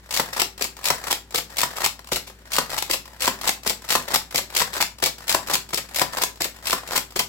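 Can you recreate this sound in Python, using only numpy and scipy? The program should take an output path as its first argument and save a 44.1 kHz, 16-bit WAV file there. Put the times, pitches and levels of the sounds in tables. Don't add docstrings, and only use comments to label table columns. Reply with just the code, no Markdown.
import sys
import numpy as np
from scipy import signal
from scipy.fft import rfft, irfft
from scipy.io import wavfile

SR = 44100
rng = np.random.default_rng(int(sys.argv[2]) if len(sys.argv) > 2 else 0)


def int16_out(signal):
    q = np.round(np.clip(np.atleast_2d(signal).T, -1, 1) * 32767)
    wavfile.write(sys.argv[1], SR, q.astype(np.int16))


N = 321048
TIME_S, RING_S = np.arange(N) / SR, np.arange(4096) / SR
BLOW_GAIN = np.sqrt(.005 / RING_S[-1])

# freq_hz, density_db
CRACK_SPECTRUM = [(600, -31), (1400, -32.5), (2100, 0.5), (3100, -1.5), (4200, 0), (5300, -0.5), (6400, -5),
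                  (7700, -1), (8800, -8.5), (12000, -5), (16000, -10)]
# freq_hz, density_db
RUB_SPECTRUM = [(60, -4), (140, -12), (300, -16), (520, 7), (1000, 5.5), (1400, 5), (1900, 9.5),
                (3000, -56.5)]
# start_s, sear_s, stop_s, catch_db, sear_db, stop_db, rub_db
PULLS = [(.1245, .1731, .1961, -1.5, 1.5, -1.3, -.5), (.8405, .884, .902, 1, .5, .5, .5),
         (1.5684, 1.6148, 1.6318, .5, 1, -1.2, 2.5), (2.5175, 2.5642, 2.5831, -1.5, .5, .8, 2.5),
         (3.2055, 3.2561, 3.2766, -.5, -1, .5, -1), (3.8885, 3.9326, 3.9515, 1, -3, 1.3, 4.5),
         (4.5492, 4.5961, 4.616, 3.5, 0, -2.2, 0), (5.2795, 5.3249, 5.3454, 2.5, -1, 1, 2),
         (5.945, 5.9949, 6.0153, -1, 1.5, .8, -2.5), (6.6552, 6.7068, 6.7277, -1.5, 0, -.5, -2.5)]
# start_s, feed_s, shut_s, lock_s, start_db, feed_db, breech_db, lock_db, rub_db
PUSHES = [(.3307, .3632, .3960, .4171, 2, 0, -.5, 1.5, -1),
          (1.039, 1.0676, 1.1085, 1.1264, -2, -1, -1, -1, -3),
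          (1.767, 1.8039, 1.8418, 1.8608, 2, 0, .5, -.5, -1.5),
          (2.7009, 2.7298, 2.7787, 2.8236, 1, -2, -4.5, -5, -2.5),
          (3.4122, 3.4392, 3.4741, 3.4911, 0, -2, 0, 1.3, -1),
          (4.083, 4.105, 4.1401, 4.158, -1, -4, 2, 1.5, 2.5),
          (4.7362, 4.7652, 4.8081, 4.8245, 3.5, -.5, -.5, .7, 0),
          (5.4715, 5.4975, 5.5349, 5.5534, 1, 4, 1.3, -2, -1.5),
          (6.1286, 6.1695, 6.2169, 6.2353, -6, 2, -3, 1, 0),
          (6.8744, 6.9178, 6.9592, 6.9766, -2, -.5, -.7, -.5, .5)]
# release_s, trigger_lead_s, rebound_delay_s,
# trigger_db, spring_db, slam_db, rebound_db, recoil_db, ticks_db
SHOTS = [(.6096, .032, .031, 2, -2, 0, -4, -53, 1), (1.344, .037, .032, -1, 1.5, -1, 0, -50, -2),
         (2.1182, .047, .040, -1, 2, -2.5, -1, -39, 0), (2.8975, .036, .034, -2, -2, 1.5, 2, -38, -1),
         (3.6622, .030, .0324, 1, .5, 0, 1.5, -42, -1), (4.3446, .0364, .033, 2.5, -1, 2.5, 2, -50, 2),
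         (5.0248, .041, .0337, -1.5, 3.3, 3.5, 3, -42, 1), (5.731, .042, .043, .5, -1.5, -1, -1, -51, -1),
         (6.4054, .049, .0365, -7, -1, -.5, -1.5, -46, -4), (7.1592, .054, .0315, -4, 0, -12, 4.5, -41, -1)]


def undb(db):
    return 10 ** (np.asarray(db) / 20)


def curve(points, hz):
    freq_hz, value = np.transpose(points)
    return np.interp(np.log(hz + 1), np.log(freq_hz), value)


def level(x, db):
    return x * undb(db) / np.sqrt(np.mean(x ** 2))


def add(out, start_s, x):
    i = max(int(start_s * SR), 0)
    out[:, i:i + x.shape[1]] += x[:, :max(N - i, 0)]


def stereo_field(hz):
    # freq_hz, correlation
    likeness = [(40, 0.47), (150, 0.93), (500, 0.9), (1000, 0.67), (2000, 0.46), (5000, 0.17),
                (16000, 0.13)]
    shared, left, right = rng.standard_normal((3, len(hz))) + 1j * rng.standard_normal((3, len(hz)))
    alike = np.clip(curve(likeness, hz), 0, 1)
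    return np.sqrt(alike) * shared + np.sqrt(1 - alike) * np.array([left, right])


def noise(spectrum, size, ripple_db=0):
    hz = np.fft.rfftfreq(size, 1 / SR)
    ripple = np.interp(hz, np.geomspace(300, 16000, 48), rng.standard_normal(48))
    return level(irfft(stereo_field(hz) * undb(curve(spectrum, hz) + ripple_db * ripple), size), 0)


def background(air_db=-55):
    # pitch_hz, rms_db
    partials = [(57.0, -51.5), (98.4, -62), (109.6, -68)]
    # freq_hz, density_db
    air_spectrum = [(20, -30), (50, -51), (80, -32), (110, -0.5), (200, 3), (400, -5), (800, -10.5),
                    (2000, -10.5), (6000, -20.5), (16000, -29)]
    hum = sum(np.sqrt(2) * undb(db) * np.sin(2 * np.pi * (hz * TIME_S + rng.random()))
              for hz, db in partials)
    return hum + noise(air_spectrum, N) * undb(air_db)


def standing_waves(x):
    # pitch_hz, gain_db, t60_s
    room_modes = [(140, -31, 1), (217, -31, 0.96), (385, -27.5, 1)]
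    out = 0
    for hz, db, t60_s in room_modes:
        pole = np.exp((2j * np.pi * hz - np.log(1000) / t60_s) / SR)
        ring = signal.lfilter([1], [1, -pole], x.mean(axis=0)).imag
        out = out + undb(db) * np.sqrt(1 - abs(pole) ** 2) * ring
    return out


def bedroom(x, wet_db=-5, build_s=.0039, size=16384, segments=48):
    t = np.arange(size) / SR
    hz = np.fft.rfftfreq(size, 1 / SR)
    t60_s = curve([(150, .42), (600, .26), (1500, .24), (5000, .23), (14000, .2)], hz)
    band_index = np.digitize(hz, [300, 1800, 8000])
    bands = [band_index == b for b in np.unique(band_index)]
    bedding = undb(curve([(200, -2), (1000, -4), (2500, .0068)], hz))
    out = np.zeros((2, N))
    for span in np.array_split(np.arange(N), segments):
        field = stereo_field(hz) * bedding
        tail = sum(irfft(field * band, size) * np.exp(-np.log(1000) * t / t60_s[band].mean())
                   for band in bands)
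        tail = level(tail * (1 - np.exp(-t / build_s)), wet_db) / np.sqrt(size)
        add(out, span[0] / SR, signal.fftconvolve(x[:, span], tail, axes=1))
    return out


def stick_slip(rate_hz, spread_db, decay_s):
    catches = rng.random(N) < rate_hz / SR
    sizes = undb(spread_db * np.clip(rng.standard_normal(N), -2, 2))
    power = signal.lfilter([1], [1, -np.exp(-2 / (decay_s * SR))], (catches * sizes) ** 2)
    return level(np.sqrt(power + 1e-12), 0)


def handling(drawn_db=-38.5, rest_db=-72, rise_db_per_s=110, fall_db_per_s=80):
    rustle = noise(RUB_SPECTRUM, N) + undb(-1) * noise(CRACK_SPECTRUM, N)
    slack_db = np.min([np.maximum(rise_db_per_s * (stop_s - TIME_S), fall_db_per_s * (TIME_S - stop_s))
                       for _, _, stop_s, *_ in PULLS], axis=0)
    strain = undb(drawn_db - slack_db) + undb(rest_db)
    return rustle * stick_slip(rate_hz=250, spread_db=8, decay_s=.0069) * strain


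def slide(swell_db=7, onset_s=.0055):
    # start_s, end_s, shell_db, scrape_db
    back = [(start_s, stop_s + .007, db - 31, db - 26.5) for start_s, _, stop_s, *_, db in PULLS]
    forward = [(start_s - .012, shut_s + .012, db - 30, db - 31.5)
               for start_s, _, shut_s, *_, db in PUSHES]
    friction = stick_slip(rate_hz=350, spread_db=6, decay_s=.002)
    shell = friction * noise(RUB_SPECTRUM, N, ripple_db=2)
    scrape = friction * noise(CRACK_SPECTRUM, N)
    out = np.zeros((2, N))
    for start_s, end_s, shell_db, scrape_db in back + forward:
        i, j = int(start_s * SR), int(end_s * SR)
        speed = undb(np.linspace(-swell_db, 0, j - i)) * (1 - np.exp(-TIME_S[:j - i] / onset_s))
        add(out, start_s, speed * (undb(shell_db) * shell[:, i:j] + undb(scrape_db) * scrape[:, i:j]))
    return out


def knock(decay_s, focus_hz, width_oct, boost_db, scatter_db=2.1, detune=.018, chatter_db=-9):
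    # pitch_hz, gain_db, t60_s
    shell_modes = [(143.4, -14, .09), (179.3, -14.5, 0.076), (216, -20, 0.084), (251, -10, 0.06),
                   (342, -2.5, 0.035), (399.7, -6.5, 0.056), (521, 2, 0.028), (595, 1, 0.023),
                   (692, -1, 0.035), (789, -5, 0.053), (872.4, 1, 0.036), (943, -5, 0.022), (995, 3, 0.035),
                   (1058, 3.5, 0.021), (1196, 2, 0.033), (1337, 1.5, 0.034), (1512, 5, 0.017),
                   (1677, 4.5, 0.017), (1800, 1.5, 0.022), (1940, 8.5, 0.012)]
    hz, db, t60_s = np.transpose(shell_modes)
    gain_jitter, pitch_jitter = rng.standard_normal((2, len(hz)))
    db = db + boost_db * np.exp(-(np.log2(hz / focus_hz) / width_oct) ** 2) + scatter_db * gain_jitter
    field = stereo_field(hz)
    field /= np.sqrt(np.mean(abs(field) ** 2, axis=0))
    modes = np.exp(np.outer(2j * np.pi * hz * (1 + detune * pitch_jitter) - np.log(1000) / t60_s, RING_S))
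    attack = 1 - np.exp(-RING_S / (.53 * decay_s))
    ring = ((field * undb(db)) @ modes).imag * attack
    chatter = noise(RUB_SPECTRUM, len(RING_S)) * RING_S * np.exp(-RING_S / decay_s)
    return level(ring, 0) + level(chatter, chatter_db)


def crack(decay_s, bounce_db=2.3, bounce_s=.00129):
    jitter = np.clip(rng.standard_normal(128), -2, 2)
    bounces = undb(bounce_db * np.interp(RING_S, np.arange(128) * bounce_s, jitter))
    envelope = RING_S ** .59 * np.exp(-RING_S / decay_s)
    return noise(CRACK_SPECTRUM, len(RING_S), ripple_db=.7) * bounces * envelope


def contacts(part, times_s, gains_db):
    return [(start_s + delay_s, knock_db + db, crack_db + db, decay_s)
            for start_s, db in zip(times_s, gains_db) for delay_s, knock_db, crack_db, decay_s in part]


def blows(hits, focus_hz, width_oct, boost_db, shell_db):
    out = np.zeros((2, N))
    for start_s, knock_db, crack_db, decay_s in hits:
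        add(out, start_s, level(knock(decay_s, focus_hz, width_oct, boost_db), knock_db + shell_db))
        add(out, start_s, level(crack(decay_s), crack_db))
    return out * BLOW_GAIN


def clicks(hits):
    return blows(hits, focus_hz=910, width_oct=1, boost_db=4.5, shell_db=-1.5)


def extra_clicks():
    # start_s, knock_db, crack_db, decay_s
    single_clicks = [(.0905, -41, -44, .003), (.1073, -31.5, -23, .004), (1.7341, -34, -42, .0024),
                     (1.9915, -36, -39, .0021), (2.0439, -43, -42, .0022), (2.2678, -44, -35, .011),
                     (3.8473, -38, -36, .0036), (4.0235, -40, -34, .0021), (6.8315, -32, -41, .0055)]
    return clicks(single_clicks)


def pull():
    # delay_s, knock_db, crack_db, decay_s
    catch = [(-.009, -41, -38, .003), (0, -33.5, -24.3, .003), (.014, -28.5, -16, .0044),
             (.027, -32, -24.5, .0018)]
    sear = [(-.009, -26.5, -22.5, .0014), (0, -37, -18, .0016)]
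    rear_stop = [(0, -15.8, -15, .004)]
    start_s, sear_s, stop_s, catch_db, sear_db, stop_db, _ = np.transpose(PULLS)
    stops = contacts(rear_stop, stop_s, stop_db)
    rear = blows(stops, focus_hz=1000, width_oct=.16, boost_db=8, shell_db=2)
    return rear + clicks(contacts(catch, start_s, catch_db) + contacts(sear, sear_s, sear_db))


def push():
    # delay_s, knock_db, crack_db, decay_s
    push_off = [(0, -35, -28.5, .004)]
    dart_feed = [(0, -23.5, -25, .0055), (.014, -27, -27.5, .0022)]
    breech = [(-.005, -27, -27, .003), (0, -27, -14, .004), (.008, -34, -18, .0015)]
    lock = [(0, -23.5, -14.6, .002)]
    start_s, feed_s, shut_s, lock_s, start_db, feed_db, breech_db, lock_db, _ = np.transpose(PUSHES)
    closing = contacts(breech, shut_s, breech_db) + contacts(lock, lock_s, lock_db)
    front = blows(closing, focus_hz=880, width_oct=.3, boost_db=7.5, shell_db=2.5)
    return front + clicks(contacts(push_off, start_s, start_db) + contacts(dart_feed, feed_s, feed_db))


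def recoil(pitch_hz=48, decay_s=.016, gain_db=-1, delay_s=.016):
    envelope = RING_S / decay_s * np.exp(1 - RING_S / decay_s) * np.linspace(1, 0, len(RING_S))
    thud = np.sin(2 * np.pi * pitch_hz * RING_S) * envelope
    out = np.zeros((2, N))
    for release_s, *_, recoil_db, _ in SHOTS:
        add(out, release_s + delay_s, undb(recoil_db + gain_db) * thud[None])
    return out


def puff(delay_s=.005, decay_s=.003, puff_db=-29):
    # freq_hz, density_db
    puff_spectrum = [(50, -30), (110, -10), (250, -2), (450, 1), (700, -12), (1500, -35)]
    out = np.zeros((2, N))
    for release_s, _, _, _, spring_db, *_ in SHOTS:
        burst = noise(puff_spectrum, len(RING_S)) * RING_S * np.exp(-RING_S / decay_s)
        add(out, release_s + delay_s, level(burst, puff_db + spring_db))
    return out * BLOW_GAIN


def fire():
    # delay_s, knock_db, crack_db, decay_s
    trigger = [(0, -41, -36, .0035), (.016, -38, -38, .003)]
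    spring = [(-.003, -38, -36, .003), (0, -22.8, -19.3, .0058)]
    slam = [(.013, -35, -16.5, .0017), (.024, -48, -25.5, .005)]
    rebound = [(0, -31, -17, .0048), (.008, -26.5, -26, .0045)]
    ticks = [(.157, -40, -37.5, .004), (.180, -38, -42, .003)]
    (release_s, lead_s, rebound_delay_s,
     trigger_db, spring_db, slam_db, rebound_db, _, ticks_db) = np.transpose(SHOTS)
    plunger = contacts(spring, release_s, spring_db) + contacts(slam, release_s, slam_db)
    plunger += contacts(rebound, release_s + rebound_delay_s, rebound_db)
    pop = blows(plunger, focus_hz=520, width_oct=.45, boost_db=5, shell_db=.5)
    light_hits = contacts(trigger, release_s - lead_s, trigger_db) + contacts(ticks, release_s, ticks_db)
    return pop + puff() + clicks(light_hits)


def scene():
    blaster = pull() + push() + fire() + extra_clicks() + slide() + handling()
    return blaster + bedroom(blaster) + undb(-7) * standing_waves(blaster) + recoil() + background()


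def record(dry):
    # freq_hz, left_minus_right_db
    imbalance = [(100, 1.6), (500, 2), (1000, 2.7), (2200, 2.4), (4000, 3.6), (5200, 4.8), (6400, 3.5),
                 (7700, 9), (9000, 2.4), (10500, 1.4), (12500, 3.1), (16000, 2)]
    right_lag_s, cutoff_hz = .00013, 16000
    hz = np.fft.rfftfreq(N, 1 / SR)
    gains = undb(np.outer([.5, -.5], curve(imbalance, hz)))
    gains /= np.sqrt(np.mean(gains ** 2, axis=0))
    lag = np.exp(-2j * np.pi * np.outer([0, right_lag_s], hz))
    channels = irfft(rfft(dry) * gains * lag, N)
    return signal.sosfilt(signal.ellip(10, .2, 70, cutoff_hz, fs=SR, output="sos"), channels)


dry = scene()
out = record(dry)
int16_out(out)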